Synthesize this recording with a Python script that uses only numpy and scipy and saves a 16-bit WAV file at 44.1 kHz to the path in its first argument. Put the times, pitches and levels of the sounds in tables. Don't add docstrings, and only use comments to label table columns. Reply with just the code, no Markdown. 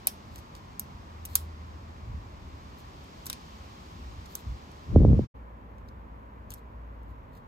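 import sys
import numpy as np
from scipy import signal
from scipy.fft import rfft, irfft
from scipy.io import wavfile

SR = 44100
rng = np.random.default_rng(int(sys.argv[2]) if len(sys.argv) > 2 else 0)


def int16_out(signal):
    q = np.round(np.clip(np.atleast_2d(signal).T, -1, 1) * 32767)
    wavfile.write(sys.argv[1], SR, q.astype(np.int16))


N = 329427
TIME = np.arange(N) / SR
HZ = np.maximum(np.arange(N // 2 + 1) * SR / N, 1)

# f/Hz, likeness (0-1), left lead/rad
DIFFUSE_PORTS = [(100, .92, 0), (270, .85, 0), (430, .5, -.7), (700, .55, -2.6), (1500, .5, -3.5),
                 (2500, .3, -6.2), (5000, .2, -12), (6800, .5, -12), (9700, .95, -9.4), (13200, .9, -6.3),
                 (16000, .6, -3.7)]
# f/Hz, left minus right/dB, left lead/rad
CLOSE_PORTS = [(250, 0, 0), (750, -4, -1.8), (1150, -7, -2.6), (1600, -5, -2.3), (2100, -1, -2.8),
               (2500, 0, -3.9), (2900, 0, -3.9), (3700, 3.5, -4.9), (4700, 6.5, -6.6), (5600, 4, -9.8),
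               (6700, 0, -12.3), (9700, 0, -9.4), (13200, 0, -6.3), (16000, 0, -3.8)]
# t/s, gain
DROPOUT_GAIN = [(5.24, 1), (5.272, 0), (5.34, 0), (5.352, 1)]
# f/Hz, level/dB
TRAFFIC_COLOUR = [(76, -29), (130, -1.5), (232, -3), (286, -6.5), (490, -12), (544, -11), (680, -10.5),
                  (1060, -7), (1420, -16), (2400, -22.5), (3000, -31.5), (3900, -60), (6600, -120)]
# f/Hz, level/dB
TRAFFIC_LATER_COLOUR = [(76, -40.5), (130, -5), (219, -0.5), (368, -11), (527, -7), (726, -10.5),
                        (1000, -5.5), (1250, -13), (1970, -21), (5370, -44), (8340, -48.5), (9400, -49.5),
                        (10600, -47.5), (14300, -46.5), (15500, -62)]
# f/Hz, level/dB
FAINT_HISS_COLOUR = [(1200, -15.5), (2200, -2.5), (3200, 1), (5000, -2), (6800, -8), (8500, -12.5),
                     (12000, -20), (15000, -18), (16000, -32.5)]
# t/s, level/dB
HISS_LEVEL = [(0.0, -62.5), (0.45, -64.5), (2.24, -66), (3.33, -60), (3.68, -60.5), (5.05, -63.5)]
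# t/s, half length/s, level/dB
ENGINE_SWELLS = [(1.53, 0.29, -48), (1.8, 1.58, -50), (5.6, 1.1, -48.5), (6.9, 0.28, -45)]
# f/Hz, level/dB
BREEZE_COLOUR = [(25, -23), (40, -0.5), (60, 5), (80, 0.5), (110, 1), (150, -21), (220, -23.5),
                 (400, -62.5)]
# t/s, half length/s, level/dB
BREEZE_PUFFS = [(0.32, .08, -49), (1.2, 0.051, -50.5), (2.05, 0.23, -48), (2.55, 0.16, -61.5),
                (4.1, 0.15, -52.5), (4.51, 0.037, -40.5)]
# f/Hz, level/dB
TURBULENCE_COLOUR = [(15, -39), (28, -18), (42, 2.5), (75, 6.5), (120, 0.5), (190, -2.5), (330, -18),
                     (520, -22), (750, -39), (1100, -57), (2000, -76), (4000, -100)]
# t/s, level/dB, rise time/s
EDDIES = [(0.944, -33, 0.0082), (2.102, -32, .008), (2.143, -29.5, 0.011), (3.593, -41, 0.011),
          (4.177, -34.5, .007), (4.466, -30.5, 0.0059), (4.9594, -5.5, 0.0065), (5.004, -15.5, .004),
          (5.016, -14, 0.0061), (5.033, -17, 0.0025), (5.049, -11, 0.0019), (5.131, -18, 0.0017),
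          (5.192, -14.5, 0.0024)]
# f/Hz, level/dB
PATIO_COLOUR = [(500, -2), (1500, 2), (3200, 8.5), (4800, 0), (7000, 0.5), (12000, -2), (16000, -8.5)]
# t/s, half length/s, level/dB
HANDLE_SWINGS = [(0.366, 0.045, -63.5), (0.568, 0.024, -67), (1.35, 0.073, -57.5), (2.797, .02, -60),
                 (3.274, 0.023, -58.5), (4.325, 0.037, -61.5), (4.39, 0.03, -59.5), (5.888, 0.009, -68),
                 (6.518, 0.015, -56), (6.581, 0.021, -68), (7.101, 0.027, -75.5), (7.36, 0.033, -69.5)]
# f/Hz, level/dB
WASHER_COLOUR = [(2000, -29.5), (3300, -2.5), (4300, 2.5), (5500, -9.5), (7500, -3.5), (10000, -5.5),
                 (13000, -2.5), (15500, -5.5), (16500, -13.5)]
# f/Hz, level/dB, t60/s
DAMPED_MODES = [(770, -11.5, 0.026), (1090, -10, 0.023), (1456, -13.5, 0.0078), (2370, -5.5, 0.011),
                (2860, -5.5, 0.014), (3590, -4, 0.0087), (4680, -8.5, 0.0028), (5700, -4, 0.0074),
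                (6620, 0.5, .008), (7730, -0.5, 0.008), (8570, 5.5, 0.0088), (8930, 0.5, .006),
                (10810, 2.5, 0.007), (11600, 5, 0.0072), (13160, 4, .007), (13800, 2.5, 0.0077),
                (14700, -2, .007)]
# low f/Hz, high f/Hz
REGISTER_BANDS = [(1700, 5100), (5400, 9800), (10200, 16200)]
# t/s, level/dB, brightness/dB, thock f/Hz, knock f/Hz, clack f/Hz,
# rebound gap/s, base loss per rebound/dB
HANDLE_BLOWS = [(0.0706, -17, 4, 750, 2400, 8600, .0016, 15),
                (0.0758, -36, -8.5, 757, 4400, 6620, .008, 14),
                (0.359, -43.5, -2.5, 1114, 4600, 6050, .003, 18),
                (0.3816, -50.5, -2, 1100, 4600, 5900, .007, 4),
                (0.5516, -47.5, -7.5, 1100, 4620, 6900, 0.013, 12),
                (0.7955, -29.5, 7, 1100, 3830, 5330, .008, 25),
                (1.2526, -36, 3, 2250, 2650, 8300, 0.004, 7.5),
                (1.354, -14, 4.5, 1100, 4670, 6150, 0.0035, 15),
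                (3.041, -63, 3, 1100, 4000, 7500, .003, 12), (3.2575, -43.5, 6, 1100, 3590, 7460, .003, 12),
                (3.2662, -34, 1, 1210, 4700, 8000, .0022, 6),
                (3.2995, -27, -3, 1340, 3760, 7500, 0.0033, 26),
                (3.3293, -33, -5.5, 2110, 3700, 6100, 0.0018, 20),
                (4.258, -52.5, -7, 1100, 4800, 5630, .003, 5),
                (4.353, -30, 3.5, 1410, 3620, 6260, .0033, 25),
                (4.716, -57.5, -5, 1100, 4000, 5870, 0.0024, 16),
                (5.7829, -64, -8, 1100, 2600, 5750, .003, 14),
                (5.8876, -62, -11.5, 1100, 3860, 5680, .003, 16),
                (6.5047, -41, 2, 1600, 4420, 6600, 0.0033, 20.5),
                (6.518, -44.5, -5, 1590, 3030, 8970, .0056, 8),
                (6.5384, -42.5, 5, 1000, 4280, 5770, .0046, 10),
                (7.0315, -68.5, 0, 1100, 2600, 5820, .003, 14),
                (7.3738, -65, -5.5, 1095, 4920, 8890, 0.0022, 14.5)]

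AFTER_DROPOUT = TIME > DROPOUT_GAIN[1][0]
REGISTER_FILTERS = [signal.butter(4, band, "band", fs=SR, output="sos") for band in REGISTER_BANDS]


def from_db(db):
    return 10 ** (np.asarray(db) / 20)


def rms_one(x):
    return x / np.sqrt(np.mean(x ** 2) + 1e-20)


def in_time(rows):
    return np.interp(TIME, *np.transpose(rows))


def in_hz(rows, column=1):
    rows = np.array(rows)
    return np.interp(np.log(HZ), np.log(rows[:, 0]), rows[:, column])


def passed(x, hz, kind, order=2):
    return signal.sosfilt(signal.butter(order, hz, kind, fs=SR, output="sos"), x)


def drift(per_s):
    knots = rng.standard_normal(int(per_s * N / SR) + 2)
    return rms_one(np.interp(TIME * per_s, np.arange(len(knots)), knots))


def swells(rows):
    return sum(from_db(db) * np.exp(-np.minimum(((TIME - s) / half) ** 2, 30)) for s, half, db in rows)


def diffuse(colour):
    left, unrelated = rfft(rng.standard_normal((2, N)))
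    alike = np.clip(in_hz(DIFFUSE_PORTS), 0, 1)
    lag = np.exp(-1j * in_hz(DIFFUSE_PORTS, column=2))
    right = (alike * left + np.sqrt(1 - alike ** 2) * unrelated) * lag
    return rms_one(irfft(np.array([left, right]) * from_db(in_hz(colour)), N))


def traffic_and_hiss(traffic_db, later_db, hiss_gain_db):
    traffic = from_db(traffic_db) * diffuse(TRAFFIC_COLOUR)
    hiss = from_db(in_time(HISS_LEVEL) + hiss_gain_db) * diffuse(FAINT_HISS_COLOUR)
    later = from_db(later_db) * diffuse(TRAFFIC_LATER_COLOUR)
    return np.where(AFTER_DROPOUT, later, traffic + hiss)


def engine(start_hz, sag_hz_per_s, later_hz, waver_hz, waver_db):
    hz = np.where(AFTER_DROPOUT, later_hz, start_hz - sag_hz_per_s * TIME) + waver_hz * drift(5)
    drone = np.sqrt(2) * np.sin(2 * np.pi * np.cumsum(hz) / SR)
    return swells(ENGINE_SWELLS) * from_db(-waver_db * drift(7)) * drone


def breeze(base_db, later_db, lumpy_db):
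    strength = from_db(np.where(AFTER_DROPOUT, later_db, base_db)) + swells(BREEZE_PUFFS)
    return strength * from_db(lumpy_db * drift(10)) * diffuse(BREEZE_COLOUR)


def gust(level_db, arrives_s, hold_s, rise_db_per_s, fall_db_per_s, flutter_db):
    age = TIME - arrives_s
    shape_db = np.clip(np.minimum(rise_db_per_s * age, fall_db_per_s * (hold_s - age)), -120, 0)
    turbulence = from_db(level_db + shape_db) * diffuse(TURBULENCE_COLOUR) * (TIME < DROPOUT_GAIN[2][0])
    whirls = rms_one(passed(rng.standard_normal((2, N)), [400, 750], "band", order=3))
    crests = np.maximum(passed(turbulence, 100, "low"), 0)
    return turbulence + from_db(flutter_db) * crests * whirls


def eddies(gain_db, full_scale_hz, hz_per_db, port_hz, glide_s):
    out = np.zeros(N)
    t = TIME[:SR // 8]
    for s, db, rise_s in EDDIES:
        start_hz = max(full_scale_hz + hz_per_db * db, port_hz)
        hz = port_hz + (start_hz - port_hz) * np.exp(-t / glide_s)
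        envelope = (t / rise_s) * np.exp(1 - t / rise_s)
        jolt = envelope * np.sin(2 * np.pi * np.cumsum(hz) / SR)
        at = round(s * SR)
        out[at:at + len(t)] += from_db(db + gain_db) * passed(jolt, [35, 1600], "band")
    return out


def patio(x, ground_db, ground_s, early_db, early_t60, wall_db, wall_s, wall_t60):
    t = TIME[:SR // 3]
    early = from_db(-60 * t / early_t60) * np.clip(t / ground_s, 0, 1)
    walls = from_db(-60 * t / wall_t60) * np.clip((t - wall_s) / .003, 0, 1)
    fade = from_db(early_db) * early / np.linalg.norm(early)
    fade += from_db(wall_db) * walls / np.linalg.norm(walls)
    response = diffuse(PATIO_COLOUR)[:, :len(t)] * fade
    response[:, round(ground_s * SR)] += from_db(ground_db)
    return signal.oaconvolve(x[None], response, axes=1)[:, :N]


def close_up(x):
    shade = from_db(in_hz(CLOSE_PORTS) / 2)
    lag = np.exp(-1j * in_hz(CLOSE_PORTS, column=2))
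    return irfft(rfft(x) * np.array([shade, lag / shade]), N)


def pivots(gain_db, slips_per_s, spread_db):
    slips = (rng.random(N) < slips_per_s / SR) * rng.choice([-1, 1], N)
    slips = slips * from_db(spread_db * rng.standard_normal(N))
    rubbing = rms_one(irfft(rfft(slips) * from_db(in_hz(WASHER_COLOUR)), N))
    speed = np.zeros(N)
    for s, half, db in HANDLE_SWINGS:
        during = np.abs(TIME - s) < 2 * half
        speed[during] += from_db(db) * np.exp(-((TIME[during] - s) / half) ** 2)
    return from_db(gain_db) * speed * rubbing


def handle_ring(vary_db):
    t = TIME[:SR // 50]
    hz, mode_db, t60 = np.transpose(DAMPED_MODES)[:, :, None]
    strength = from_db(mode_db + vary_db * rng.standard_normal(hz.shape))
    sign = rng.choice([-1, 1], hz.shape)
    return np.sum(sign * strength * np.sin(2 * np.pi * hz * t) * from_db(-60 * t / t60), axis=0)


def strike(crack_db, crack_s, chatter_db, chatter_s):
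    ring = handle_ring(vary_db=0.5)
    t = TIME[:len(ring)]
    force = from_db(chatter_db) * rng.standard_normal(len(t)) * np.exp(-t / chatter_s)
    force[0] += 1
    bright_noise = passed(rng.standard_normal(len(t)), 3300, "high", order=1)
    crack = bright_noise * (t / crack_s) * np.exp(1 - t / crack_s)
    return signal.fftconvolve(ring, force)[:len(t)] + from_db(crack_db) * crack


def contact_tone(sound, levels_db, thock_hz, favoured_hz, lift_db, q, body_db):
    body = passed(sound, [.8 * thock_hz, 1.25 * thock_hz], "band")
    out = from_db(levels_db[0] + body_db) * body / np.std(body[:SR // 200])
    for hz in favoured_hz:
        sound = sound + from_db(lift_db) * signal.lfilter(*signal.iirpeak(hz, q, fs=SR), sound)
    for db, sos in zip(levels_db, REGISTER_FILTERS):
        register = signal.sosfilt(sos, sound)
        out += from_db(db) * register / np.std(register[:SR // 500])
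    return out


def handles(knock_db, clack_db, tick_db, crack_db, lift_db, grip_db=4):
    out = np.zeros(N + SR)
    for s, db, bright_db, thock_hz, knock_hz, clack_hz, gap_s, loss_db in HANDLE_BLOWS:
        sound = strike(crack_db, crack_s=0.00017, chatter_db=-22.5, chatter_s=0.0025)
        levels_db = (db - bright_db + knock_db, db + clack_db, db + bright_db + tick_db)
        hit = contact_tone(sound, levels_db, thock_hz, (knock_hz, clack_hz), lift_db, q=17, body_db=-7)
        for k, uneven in enumerate(rng.uniform(.85, 1.15, 4)):
            rebound_db = -k * loss_db - k * (k - 2) * grip_db
            at = round(s * SR)
            out[at:at + len(hit)] += from_db(rebound_db) * hit
            s += gap_s * uneven
    return out[:N]


def scene():
    rubbing = pivots(gain_db=0.5, slips_per_s=3300, spread_db=5.5)
    direct = handles(knock_db=-9, clack_db=-3.5, tick_db=-3, crack_db=14, lift_db=2) + rubbing
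    radiated = handles(knock_db=-7, clack_db=1, tick_db=-2, crack_db=34.5, lift_db=-21.5) + rubbing
    scatter = patio(radiated, ground_db=-31.5, ground_s=0.0053, early_db=-14, early_t60=0.04,
                    wall_db=-23, wall_s=0.011, wall_t60=0.18)
    ambience = breeze(base_db=-51.5, later_db=-49.5, lumpy_db=2)
    ambience += traffic_and_hiss(traffic_db=-49.5, later_db=-51, hiss_gain_db=2.5)
    ambience += engine(start_hz=81.7, sag_hz_per_s=2.2, later_hz=57, waver_hz=.8, waver_db=1)
    wind = gust(level_db=-16, arrives_s=4.96, hold_s=0.18, rise_db_per_s=336, fall_db_per_s=141.5,
                flutter_db=-28.5)
    wind += eddies(gain_db=-0.5, full_scale_hz=1008, hz_per_db=28, port_hz=73.7, glide_s=0.0034)
    return close_up(direct) + scatter + ambience + wind


def record(dry):
    ceiling, stopband_hz = .68, 17000
    limited = np.clip(dry * in_time(DROPOUT_GAIN), -ceiling, ceiling)
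    return signal.sosfilt(signal.cheby2(16, 70, stopband_hz, fs=SR, output="sos"), limited)


dry = scene()
out = record(dry)
int16_out(out)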